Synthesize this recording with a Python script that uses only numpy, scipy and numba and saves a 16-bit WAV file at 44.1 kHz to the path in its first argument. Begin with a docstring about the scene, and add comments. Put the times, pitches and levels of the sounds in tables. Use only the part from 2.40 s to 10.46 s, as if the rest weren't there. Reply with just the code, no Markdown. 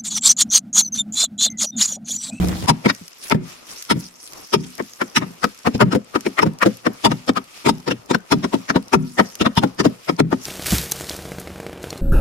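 """Axe work on a wooded slope

An axe chops a notch into a felled trunk while lighter, quicker blows fall on other timber.
Bursts of tiny fibre breaks ring the wood in each blow; then a damped thump and the log's hum follow.
Filtered noise makes the soft forest hiss, jacket swishes, crumbs and twig snaps; thuds reuse the thump.
A wavering rumble under hiss opens the scene and breaks off; a limiter lowers the loudest moments."""
import sys
import numpy as np
from scipy import signal
from scipy.fft import rfft, irfft, next_fast_len
from scipy.io import wavfile
from scipy.ndimage import uniform_filter1d, minimum_filter1d
from numba import njit

SR = 44100
rng = np.random.default_rng(int(sys.argv[2]) if len(sys.argv) > 2 else 0)


def int16_out(signal):
    """Quantize to a 16-bit WAV file."""
    q = np.round(np.clip(np.atleast_2d(signal).T, -1, 1) * 32767)
    wavfile.write(sys.argv[1], SR, q.astype(np.int16))


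N = 355446
T = np.arange(N) / SR
SPAN = 19200  # samples in one short sound
AGE = np.arange(SPAN) / SR - .06  # seconds from its reference moment
PORT_LAG_S = .00057


def undb(db):
    """Turn decibels into gain."""
    return 10 ** (np.asarray(db) / 20)


def level(x, db, seconds):
    """Scale to the energy of a sound that holds db for that many seconds."""
    energy = np.mean(np.sum(x ** 2, axis=-1))
    return x * undb(db) * np.sqrt(seconds * SR / energy)


def colour(x, points):
    """Filter with a (pitch_hz, gain_db) curve, joined by straight lines over log frequency."""
    hz, db = np.transpose(points)
    n = next_fast_len(x.shape[-1])
    f = np.maximum(np.arange(n // 2 + 1) * SR / n, 1)
    gain = undb(np.interp(np.log(f), np.log(hz), db))
    return irfft(rfft(x, n) * gain, n)[..., :x.shape[-1]]


def ring(x, modes):
    """Drive (pitch_hz, width_hz, level_db) resonances, summed with alternating signs."""
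    total = 0
    for k, (hz, width, db) in enumerate(modes):
        b, a = signal.iirpeak(hz, hz / width, SR)
        total = total + (-1) ** k * undb(db) * signal.lfilter(b, a, x)
    return total


def ports(pair, likeness):
    """The right port hears the left one's sound a little later, mixed with scattered sound of its own."""
    c = np.clip(likeness, 0, 1)
    late = np.roll(pair[0], int(PORT_LAG_S * SR))
    return np.array([pair[0], c * late + np.sqrt(1 - c * c) * pair[1]])


def add(out, x, s):
    """Mix in a short sound whose age zero falls at s seconds."""
    start = int((s + AGE[0]) * SR)
    a, b = max(start, 0), min(start + SPAN, N)
    out[:, a:b] += x[:, a - start:b - start]


def patchy(x, depth_db):
    """Let each region of the spectrum swell and sink on its own, a few dozen times a second."""
    z = signal.stft(x, nperseg=256)[2]
    walk = rng.standard_normal(z.shape[1:])
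    walk = uniform_filter1d(walk, size=14, axis=0)  # neighbouring frequencies move together
    walk = uniform_filter1d(walk, size=11, axis=1)  # and so do neighbouring moments
    return signal.istft(z * undb(depth_db * walk / walk.std()))[1][:, :N]


def flicker(grain_db):
    """Noise whose level changes every millisecond, and whose colour changes more slowly."""
    steps = np.repeat(rng.standard_normal(N // 48 + 1), 48)[:N]
    grains = rng.standard_normal((2, N)) * undb(grain_db * steps)
    return patchy(grains, grain_db)


# shading of the right microphone port, strongest in the middle range, before its share is applied:
# (pitch_hz, gain_db)
PORT_SHADE = [(60, -2), (160, -1), (260, -1.5), (400, -5), (650, -5.5), (950, -6), (1350, -8), (1850, -3),
              (2400, 0), (16000, -0.5)]


def shade(x, share):
    """The shaded right port loses mostly middle range; share scales the curve in decibels."""
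    return np.array([x[0], colour(x[1], [(hz, share * db) for hz, db in PORT_SHADE])])


# relative colour of the forest background: (pitch_hz, gain_db)
FOREST_COLOUR = [(25, -2), (110, 1.5), (190, 3), (300, 8.5), (450, 7.5), (900, 5.5), (1250, 8.5), (1650, 0),
                 (2500, 3), (3700, -1.5), (5400, 1), (8000, -6.5), (12000, -7), (15500, -25)]


def forest(db, sway_db):
    """Leaves and distant water: a soft hiss whose lows and highs sway apart."""
    knots = np.arange(0, 8.2, .11)
    sways = rng.standard_normal((2, len(knots)))
    sway_low, sway_high = (undb(sway_db * np.interp(T, knots, v)) for v in sways)
    hiss = level(colour(ports(flicker(grain_db=1.5), 0.08), FOREST_COLOUR), db, N / SR)
    low = colour(hiss, [(1000, 0), (4000, -30)])
    return low * sway_low + (hiss - low) * sway_high


# relative colour of the opening rumble and hiss: (pitch_hz, gain_db)
RUMBLE_COLOUR = [(20, -22), (45, -2), (90, 7.5), (160, 1.5), (230, 3.5), (380, -6), (650, -9.5),
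                 (1500, -22), (6000, -27.5), (13000, -34), (16000, -42)]
# low tones humming in the rumble, relative to each other: (pitch_hz, waver_hz, level_db)
DRONE_TONES = [(68.6, 4.9, -9), (180.4, 1.7, -3.5), (318, 2.4, -13)]


def opening(db, drone_db, hiss_db, end_s, fade_db):
    """A low rumble with wavering tones dies away under a steady hiss, and all break off."""
    noise = level(colour(ports(flicker(grain_db=3), 0.16), RUMBLE_COLOUR), db, N / SR)
    low = colour(noise, [(500, -2.5), (1500, -9.0)])
    knots = np.arange(0, 8.2, .03)
    drone = np.zeros(N)
    for hz, waver, share in DRONE_TONES:
        pitch = hz + waver * np.interp(T, knots, rng.standard_normal(len(knots)))
        drone += undb(share) * np.sin(2 * np.pi * np.cumsum(pitch) / SR)
    hiss = (noise - low) * undb(hiss_db)
    rumble = (ports(low, 0.36) + undb(drone_db) * drone) * undb(-fade_db * T / end_s)
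    return (hiss + rumble) * np.clip((end_s - T) / 0.0039, 0, 1)


# relative colour of rustling cloth and dry litter: (pitch_hz, gain_db)
RUSTLE_COLOUR = [(500, -48), (1500, 25.5), (4000, 26), (5500, 35.5), (8000, 26), (12000, 27.5), (16000, 9)]
# jacket and dry litter rustling: (middle_s, length_s, level_db)
SWISH_TIMES = [(0.58, 0.27, -48.5), (0.867, 0.076, -35.5), (1.302, 0.037, -40.5), (1.38, 0.16, -41),
               (1.627, 0.066, -39.5), (1.86, 0.14, -46), (2.058, 0.11, -55), (2.243, 0.0081, -41.5),
               (2.43, 1, -47), (6.78, 0.38, -44), (7.664, 0.053, -47), (8.05, 0.041, -37)]


def swishes():
    """Cloth and dry leaves rub: flickering noise under rounded swells."""
    out = np.zeros((2, N))
    rub = colour(flicker(grain_db=4), RUSTLE_COLOUR)
    for s, length, db in SWISH_TIMES:
        swell = np.exp(-((T - s) / length * 1.5) ** 2)
        out += level(rub * swell, db, length)
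    return out


def crumbs():
    """About fifteen crumbs a second tick on the dry ground, most of them tiny, with shifting colours."""
    sizes = undb(np.minimum(4 * rng.exponential(size=N), 12))
    hits = (rng.random(N) < 15 / SR) * sizes
    decay = signal.lfilter([1], [1, -np.exp(-1 / (.002 * SR))], hits)  # 2 ms
    ticks = decay * rng.standard_normal((2, N))
    return level(patchy(colour(ticks, RUSTLE_COLOUR), 6), -55.5, N / SR)


# snapping twigs and falling chips, levels before the common trim: (start_s, level_db)
TWIG_SNAPS = [(0.085, -30.5), (0.549, -37.5), (0.68, -37.5), (0.8982, -28), (1.424, -31.5), (1.4505, -40),
              (1.934, -37), (2.38, -38.5), (3.808, -35), (4.187, -39), (6.9536, -32.5), (8.0534, -27.5)]


def twigs():
    """Single sharp snaps: noise that starts at once and dies within milliseconds."""
    out = np.zeros((2, N))
    for s, db in TWIG_SNAPS:
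        snap = rng.standard_normal((2, SPAN)) * (AGE > 0) * np.exp(-abs(AGE) / .0022)
        add(out, level(colour(ports(snap, 0.13), RUSTLE_COLOUR), db - 1.0, 0.012), s)
    return out


def thump(hz, decay_s, rise_s=0.0025, rough=1.0, sag=.6):
    """A shove on the log: a few heavily damped low cycles that sink in pitch as the push slackens."""
    t = np.maximum(AGE + 2 * rise_s, 0)  # begins two rise times early
    pitch = hz * (1 + sag * np.exp(-t / 0.0052))
    swing = np.sin(2 * np.pi * (np.cumsum(pitch) / SR + rng.random()))
    grit = level(ring(rng.standard_normal((2, SPAN)), [(hz, hz * 0.51, 0)]), 0, SPAN / SR)
    envelope = (1 - np.exp(-(t / rise_s) ** 2)) * np.exp(-t / decay_s)
    shove = (rough * grit + swing) * envelope
    return ports(colour(shove, [(30, -7.5), (110, 2.5), (500, 4), (1200, -9.0)]), 0.99)


# the log rocking back and wood settling on the ground: (time_s, level_db)
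SETTLING_THUDS = [(0.616,-35), (0.978,-23.5), (1.02,-27.5), (1.562,-16), (2.867,-31.5), (2.909,-34),
                  (3.462,-17), (3.485,-16), (5.966,-14), (6.643,-24), (7.726,-23.5), (7.849,-15)]


def thuds():
    """Soft thuds of settling wood: smoother thumps at one low pitch."""
    out = np.zeros((2, N))
    for s, db in SETTLING_THUDS:
        add(out, level(thump(hz=169.4, decay_s=0.015, rise_s=0.0022, rough=0.37), db, 0.015), s)
    return out


def slope_echo(x, wet_db, t60_s):
    """Trunks and ground scatter a thin, dull echo: the sound is convolved with decaying noise."""
    t = np.arange(SR) / SR
    echo = rng.standard_normal((2, SR)) * undb(-60 * t / t60_s) * (1 - np.exp(-t / 0.0055))
    echo = colour(echo, [(60, 7.5), (200, -24), (500, -2.5), (1000, -8), (2600, -4), (12000, -24)])
    return signal.fftconvolve(x, level(echo, wet_db, 1 / SR), axes=1)[:, :N]


SWELL_SHAPE = 1.785  # 1 is a pointed swell, 2 a rounded one
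RELIEF_S = 0.47  # a crack of 0 dB lets the crunch die in this time, a stronger one sooner
CLICK_DB = 12.5  # a crack packs its energy into one instant
# the split runs on in jerks after the first click: (usual_delay_s, level_db)
LATER_CRACKS = [(.003, -6), (.0075, -13)]


def fractures(length, grain_db, likeness, crack_s, crack_db, fall):
    """Fibre breaks swell and fade (sooner for a small fall); sharp clicks at crack_s relieve them."""
    spread = length / 2 * np.where(AGE < 0, 1, fall)
    swell = np.exp(-abs(AGE / spread) ** SWELL_SHAPE)
    since_crack = np.maximum(AGE - crack_s - .005, 0)
    relief = np.exp(-since_crack * undb(crack_db) ** 2 / RELIEF_S)
    sizes = undb(grain_db * np.repeat(rng.standard_normal(SPAN // 32), 32))
    force = swell * relief * sizes * rng.standard_normal((2, SPAN))
    for delay, db in [(0.00019, 0)] + list(LATER_CRACKS):
        at = np.searchsorted(AGE, crack_s + delay * rng.uniform(.7, 1.3))
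        force[:, at] += undb(CLICK_DB + crack_db + db) * rng.choice([-1, 1], 2)
    return ports(force, likeness)


BITE_OCT_PER_DB = 0.4  # a clean bite (many splinters, little shove) rings the wood higher
FAVOUR_DB_PER_OCT = 4.5  # modes away from the bite's pitch are weaker


def bitten_modes(wood, bite_hz, clean_db):
    """The bite favours modes near one pitch; the place of the cut detunes them and shifts their levels."""
    centre_hz = bite_hz * 2 ** (BITE_OCT_PER_DB * clean_db)
    modes = []
    for hz, width, db in wood:
        detune, shift = rng.standard_normal(2)
        favour_db = -FAVOUR_DB_PER_OCT * abs(np.log2(hz / centre_hz))
        modes.append((hz * (1 + .006 * detune), width, db + 2 * shift + favour_db))
    return modes


SLIVER_DB, SLIVER_Q = 7, 38  # slivers ring out of the hiss; Q is pitch over width
# relative colour of splintering fibres: (pitch_hz, gain_db)
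SPLINTER_COLOUR = [(1400, -19), (2300, 4.5), (3200, 6.5), (4200, 2), (5400, 6.5), (6500, -4), (8000, -7),
                   (11000, -6.5), (16000, -28)]


def splinter_hiss(fibres, dull_db):
    """Fine fibre breaks hiss, and a few torn slivers each ring at a random pitch."""
    pitches = np.exp(rng.uniform(np.log(2000), np.log(9000), size=14))
    slivers = ring(fibres, [(hz, hz / SLIVER_Q, SLIVER_DB) for hz in pitches])
    return colour(colour(fibres + slivers, SPLINTER_COLOUR), [(5000, 0), (12000, -dull_db)])


HUM_SAG_PER_S = 0.33  # the hum sinks by this share of its pitch each second


def humming(modes):
    """The log's long modes take up the push by random shares; they sag in pitch and waver irregularly."""
    t = np.maximum(AGE, 0)
    knots = np.arange(0, .6, .014)
    out = np.zeros((2, SPAN))
    for hz, width, db in modes:
        share, detune = rng.standard_normal(2)
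        swell, slip = (np.interp(t, knots, v) for v in rng.standard_normal((2, len(knots))))
        phase = rng.random() + .08 * (rng.standard_normal((2, 1)) + slip)
        size = undb(db + 3 * share + 3.5 * swell)
        cycles = hz * (1 + 0.012 * detune - HUM_SAG_PER_S * t / 2) * t
        out += size * np.exp(-np.pi * width * t) * np.sin(2 * np.pi * (cycles + phase))
    return out * (1 - np.exp(-(t / 0.0081) ** 2))


CHIP_Q = 13.4  # pitch over width: small, high chips ring more briefly
CRACK_SOFT_DB = 8.5  # the crack is woody: it stands out less in the hiss of the fine fibres
HUM_DB_PER_DB, USUAL_THUMP_DB = 1.23, -15  # the hum grows with the thump, from this table level


def blows(table, wood, hum, length_s, fall, stop_s, bite_hz, crunch_db, splinter_db, body_db,
          thump_db, hum_db, grain_db, dull_db, decay_s, likeness):
    """Fractures ring wood and chip and hiss; stop_s after the crack the log thumps and hums."""
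    out = np.zeros((2, N))
    for s, crunch, splinter, shove, chip_hz, thump_hz, chip_db, crack_s, crack_db in table:
        force = fractures(length_s, grain_db, likeness, crack_s, crack_db, fall)
        modes = bitten_modes(wood, bite_hz, splinter - shove)
        knock = level(ring(force, modes), crunch + crunch_db, length_s)
        # the piece being split off rings with its own note, higher the smaller it is
        tear = fractures(length_s, grain_db, likeness, crack_s, crack_db, fall)
        chip_mode = [(chip_hz, chip_hz / CHIP_Q, 0)]
        chip = np.array([level(ring(side, chip_mode), chip_db, length_s) for side in tear])
        add(out, knock + chip, s)
        fibres = fractures(length_s, grain_db, likeness, crack_s, crack_db - CRACK_SOFT_DB, fall)
        add(out, level(splinter_hiss(fibres, dull_db), splinter + splinter_db, length_s), s)
        # the whole log already gives during the crunch
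        body = ring(ports(force, 0.55), [(thump_hz, thump_hz, 0)])
        body = ring(body, [(thump_hz, 2 * thump_hz, 0)])
        add(out, level(body, shove + body_db, length_s), s + stop_s / 2)
        thump_s = s + crack_s + stop_s
        add(out, level(thump(thump_hz, decay_s), shove + thump_db, 0.026), thump_s)
        log_hum_db = hum_db + HUM_DB_PER_DB * (shove - USUAL_THUMP_DB)
        add(out, level(humming(hum), log_hum_db, 0.08), thump_s)
    return out


# usual wood modes under the lighter blows: (pitch_hz, width_hz, level_db)
TIMBER_MODES = [(490.4,41,-0.5), (695,145,-1.5), (946,73,3), (1047,114,2.5), (1269,110,5.5), (1437,180,1),
                (1844,167,1), (2280,183,-4.5), (2870,430,-14.5)]
# usual bending modes of the lighter timber: (pitch_hz, width_hz, level_db)
TIMBER_BENDING = [(123, 9.5, -16), (188, 14.4, -3.5), (216.3, 16.6, -1), (266.3, 15.8, -2), (395, 19.2, -9)]
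# lighter blows on other timber; crunch, splinter and thump levels are before the trims in lighter_blows:
# (crunch_middle_s, crunch_db, splinter_db, thump_db, chip_hz, thump_hz, chip_db,
#  crack_delay_s, crack_over_crunch_db)
LIGHT_BLOWS = [(.461,-16,-28,-13.5,2220,269.4,-20.5,-0.0013,15),
               (.499,-16,-19,-25.5,1110,177,-24.5,0.00061,13.6),
               (2.4,-24,-52,-23.5,1075,326,-36.5,-.0003,15),
               (2.619,-17,-32,-23,1360,345,-21.5,-0.0032,14.5),
               (2.827,-23,-39,-23.5,1065,215.7,-35,-0.0051,7.9),
               (3.044,-18,-25.5,-19.5,1263,263.7,-12,-0.0016,16.8),
               (3.27,-15,-27.5,-17,1050,240.2,-17.5,0.0017,9.4),
               (3.353,-38,-31.5,-20,500,200,-41,-0.0037,13),
               (3.529,-24.5,-27,-21,1330,253.5,-22.5,0.00034,5),
               (3.556,-35,-39,-13.5,510,248.4,-14.5,-0.0054,12),
               (3.759,-21.5,-29.5,-19.5,1260,277.3,-18,-0.0015,13),
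               (3.866,-30,-32.5,-18.5,2300,310.2,-28.5,-0.0012,16),
               (3.993,-12,-28,-23,1900,305,-16,-0.0029,10.4),
               (4.067,-29.5,-43,-16,506,201.8,-20,-0.0037,8.3),
               (4.229,-10.5,-28.5,-26,1230,294.4,-12,-0.00086,12),
               (4.266,-27,-37,-11,503,270,-13.5,-0.0052,9.6),
               (4.467,-15,-29,-18,1200,310.8,-22,-0.00071,17.4),
               (4.718,-19,-27,-20.5,1260,203.5,-26,-0.00072,17),
               (4.891,-17,-23,-16,480,258.4,-28,0.00037,17.5),
               (4.974,-17,-28,-24,1230,232.2,-19.5,-0.002,12.3),
               (5.483,-24.5,-27,-20.5,935,267.4,-25,-0.0044,3.7),
               (5.515,-23,-22.5,-21,473,307.7,-22,-0.0048,12),
               (5.712,-23,-24.5,-17.5,935,310,-21,-0.0015,14.6),
               (5.749,-17.5,-25,-21,1480,261.3,-19.5,-0.0025,19.6), (6.044,-23,-27.5,-19,1070,229,-27,0,10),
               (6.142,-32,-29.5,-16,930,244.3,-21,-0.003,3.2),
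               (6.302,-15,-25,-22.5,1580,273.4,-25,-0.00044,13.6),
               (6.364,-19.5,-28,-15,953,251.3,-18.5,-0.0052,9),
               (6.797,-6.5,-21.5,-13,1959,239.7,-19.5,-.001,7.7),
               (7.016,-21,-22,-17.5,2870,289,-24.5,-0.0042,6.9),
               (7.065,-9.5,-20.5,-13.5,984,217.5,-26,-0.0021,14),
               (7.239,-21,-34,-14.5,810,268,-18.5,-0.0037,14),
               (7.403,-18.5,-21.5,-16.5,1740,243.6,-29,-.0024,7),
               (7.457,-17,-24.5,-8.5,475,244.7,-19,-0.00014,4.3),
               (7.695,-16.5,-26.5,-20,497,282.4,-25,-0.00028,14),
               (7.928,-18,-33,-14.5,890,255.3,-19,-0.00075,11.6)]


def lighter_blows():
    """Quick blows on lighter timber, with a duller splinter hiss and a longer thump than the axe's."""
    return blows(LIGHT_BLOWS, TIMBER_MODES, TIMBER_BENDING, length_s=0.026, fall=0.84, stop_s=.003,
                 bite_hz=3160, crunch_db=0.5, splinter_db=-2.5, body_db=-2.5, thump_db=2.0,
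                 hum_db=-24.0, grain_db=3.0, dull_db=3.5, decay_s=0.012, likeness=0.14)


# usual wood modes around the axe's notch: (pitch_hz, width_hz, level_db)
NOTCH_MODES = [(398.5,36,1.5), (627,66,-0.5), (933,66,3), (1230,104,1.5), (1342,143,1), (1840,410,-9),
               (2084,190,-5), (2600,150,-8.5), (2970,140,-14.5)]
# usual bending modes of the trunk: (pitch_hz, width_hz, level_db)
TRUNK_BENDING = [(67, 7, -17.5), (129.7, 9.3, 3.5), (163, 10.1, 12), (191.2, 7.1, 1), (222, 12.1, 8),
                 (264, 5.4, -5.5), (305.5, 9.1, -0.5), (378, 7, -6.5)]
# heavy axe blows, and at .947 s a small knock of a breaking chip;
# crunch, splinter and thump levels are before the trims in axe_blows:
# (crunch_middle_s, crunch_db, splinter_db, thump_db, chip_hz, thump_hz, chip_db,
#  crack_delay_s, crack_over_crunch_db)
AXE_CHOPS = [(.295,-21.5,-18.5,-15,940,191.2,-4.5,0.0026,6), (.92,-14,-27,-13.5,2155,248.4,-13.5,0.002,20),
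             (.947,-33,-45,-15,1770,184.3,-29,-0.0019,21), (1.513,-18.5,-21,-16,1370,226,-15,-0.0038,8.5),
             (2.144,-19,-20.5,-14.5,1280,337.4,-14.5,-0.0017,12.5),
             (2.772,-15.5,-17,-18,2480,244.5,-25,-0.0033,14), (3.417,-10.5,-26,-10,997,213.5,-14,-.003,2),
             (4.029,-15,-26,-15,890,298,-19.5,0.00087,22.5), (4.658,-13,-18,-12.5,950,248.5,-15,-0.00062,1),
             (5.266,-20.5,-30.5,-20,2220,260.3,-26,-0.0059,4),
             (5.294,-19.5,-21.5,-17,930,253.3,-11,-.0028,18),
             (5.927,-13,-20,-9.5,1356,234.9,-16,-0.0012,13),
             (6.543,-10.5,-24.5,-8.5,1210,293.7,-10,0.0014,12.5),
             (7.179,-21.5,-23.5,-20,3250,148.6,-37,-.005,11.5),
             (7.802,-12.5,-27,-7.5,925,247.5,-13,0.000099,22)]


def axe_blows():
    """The axe bites into the trunk's notch, a chip knocks once, and the log is left humming."""
    return blows(AXE_CHOPS, NOTCH_MODES, TRUNK_BENDING, length_s=0.023, fall=1.01, stop_s=0.005535,
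                 bite_hz=2100, crunch_db=9.5, splinter_db=5, body_db=2.5, thump_db=3.5,
                 hum_db=-18.5, grain_db=2.5, dull_db=-3.5, decay_s=0.0089, likeness=0.15)


def scene():
    """Both kinds of blow with their echo, over the sounds of the slope and the opening rumble."""
    wood = axe_blows() + lighter_blows()
    litter = swishes() + crumbs() + twigs() + thuds()
    around = slope_echo(wood, wet_db=-30.5, t60_s=0.32) + litter + forest(db=-46.0, sway_db=4.0)
    start = opening(db=-17.5, drone_db=-11, hiss_db=0.5, end_s=0.265, fade_db=21.0)
    return shade(wood, 1.42) + shade(around, 0.66) + start


@njit
def hold(peaks, release):
    """Follow peaks at once and let go slowly."""
    out, e = np.empty(len(peaks)), 0.
    for i in range(len(peaks)):
        e = max(peaks[i], e * release)
        out[i] = e
    return out


LIMIT, RELEASE_S = 1.254, .13  # limiter threshold, as a multiple of full scale
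TOP_HZ = 15900


def record(dry):
    """A look-ahead limiter lowers loud moments, full scale clips what is left, and the top is cut."""
    peaks = hold(abs(dry).max(axis=0), np.exp(-1 / (RELEASE_S * SR)))
    gain = np.minimum(1, LIMIT / (peaks + 1e-9))
    gain = uniform_filter1d(minimum_filter1d(gain, size=160), size=160)
    clipped = np.clip(dry * gain, -1, 1)
    top_cut = signal.ellip(8, .2, 70, TOP_HZ, fs=SR, output="sos")
    return signal.sosfilt(top_cut, clipped)


dry = scene()
out = record(dry)
int16_out(out)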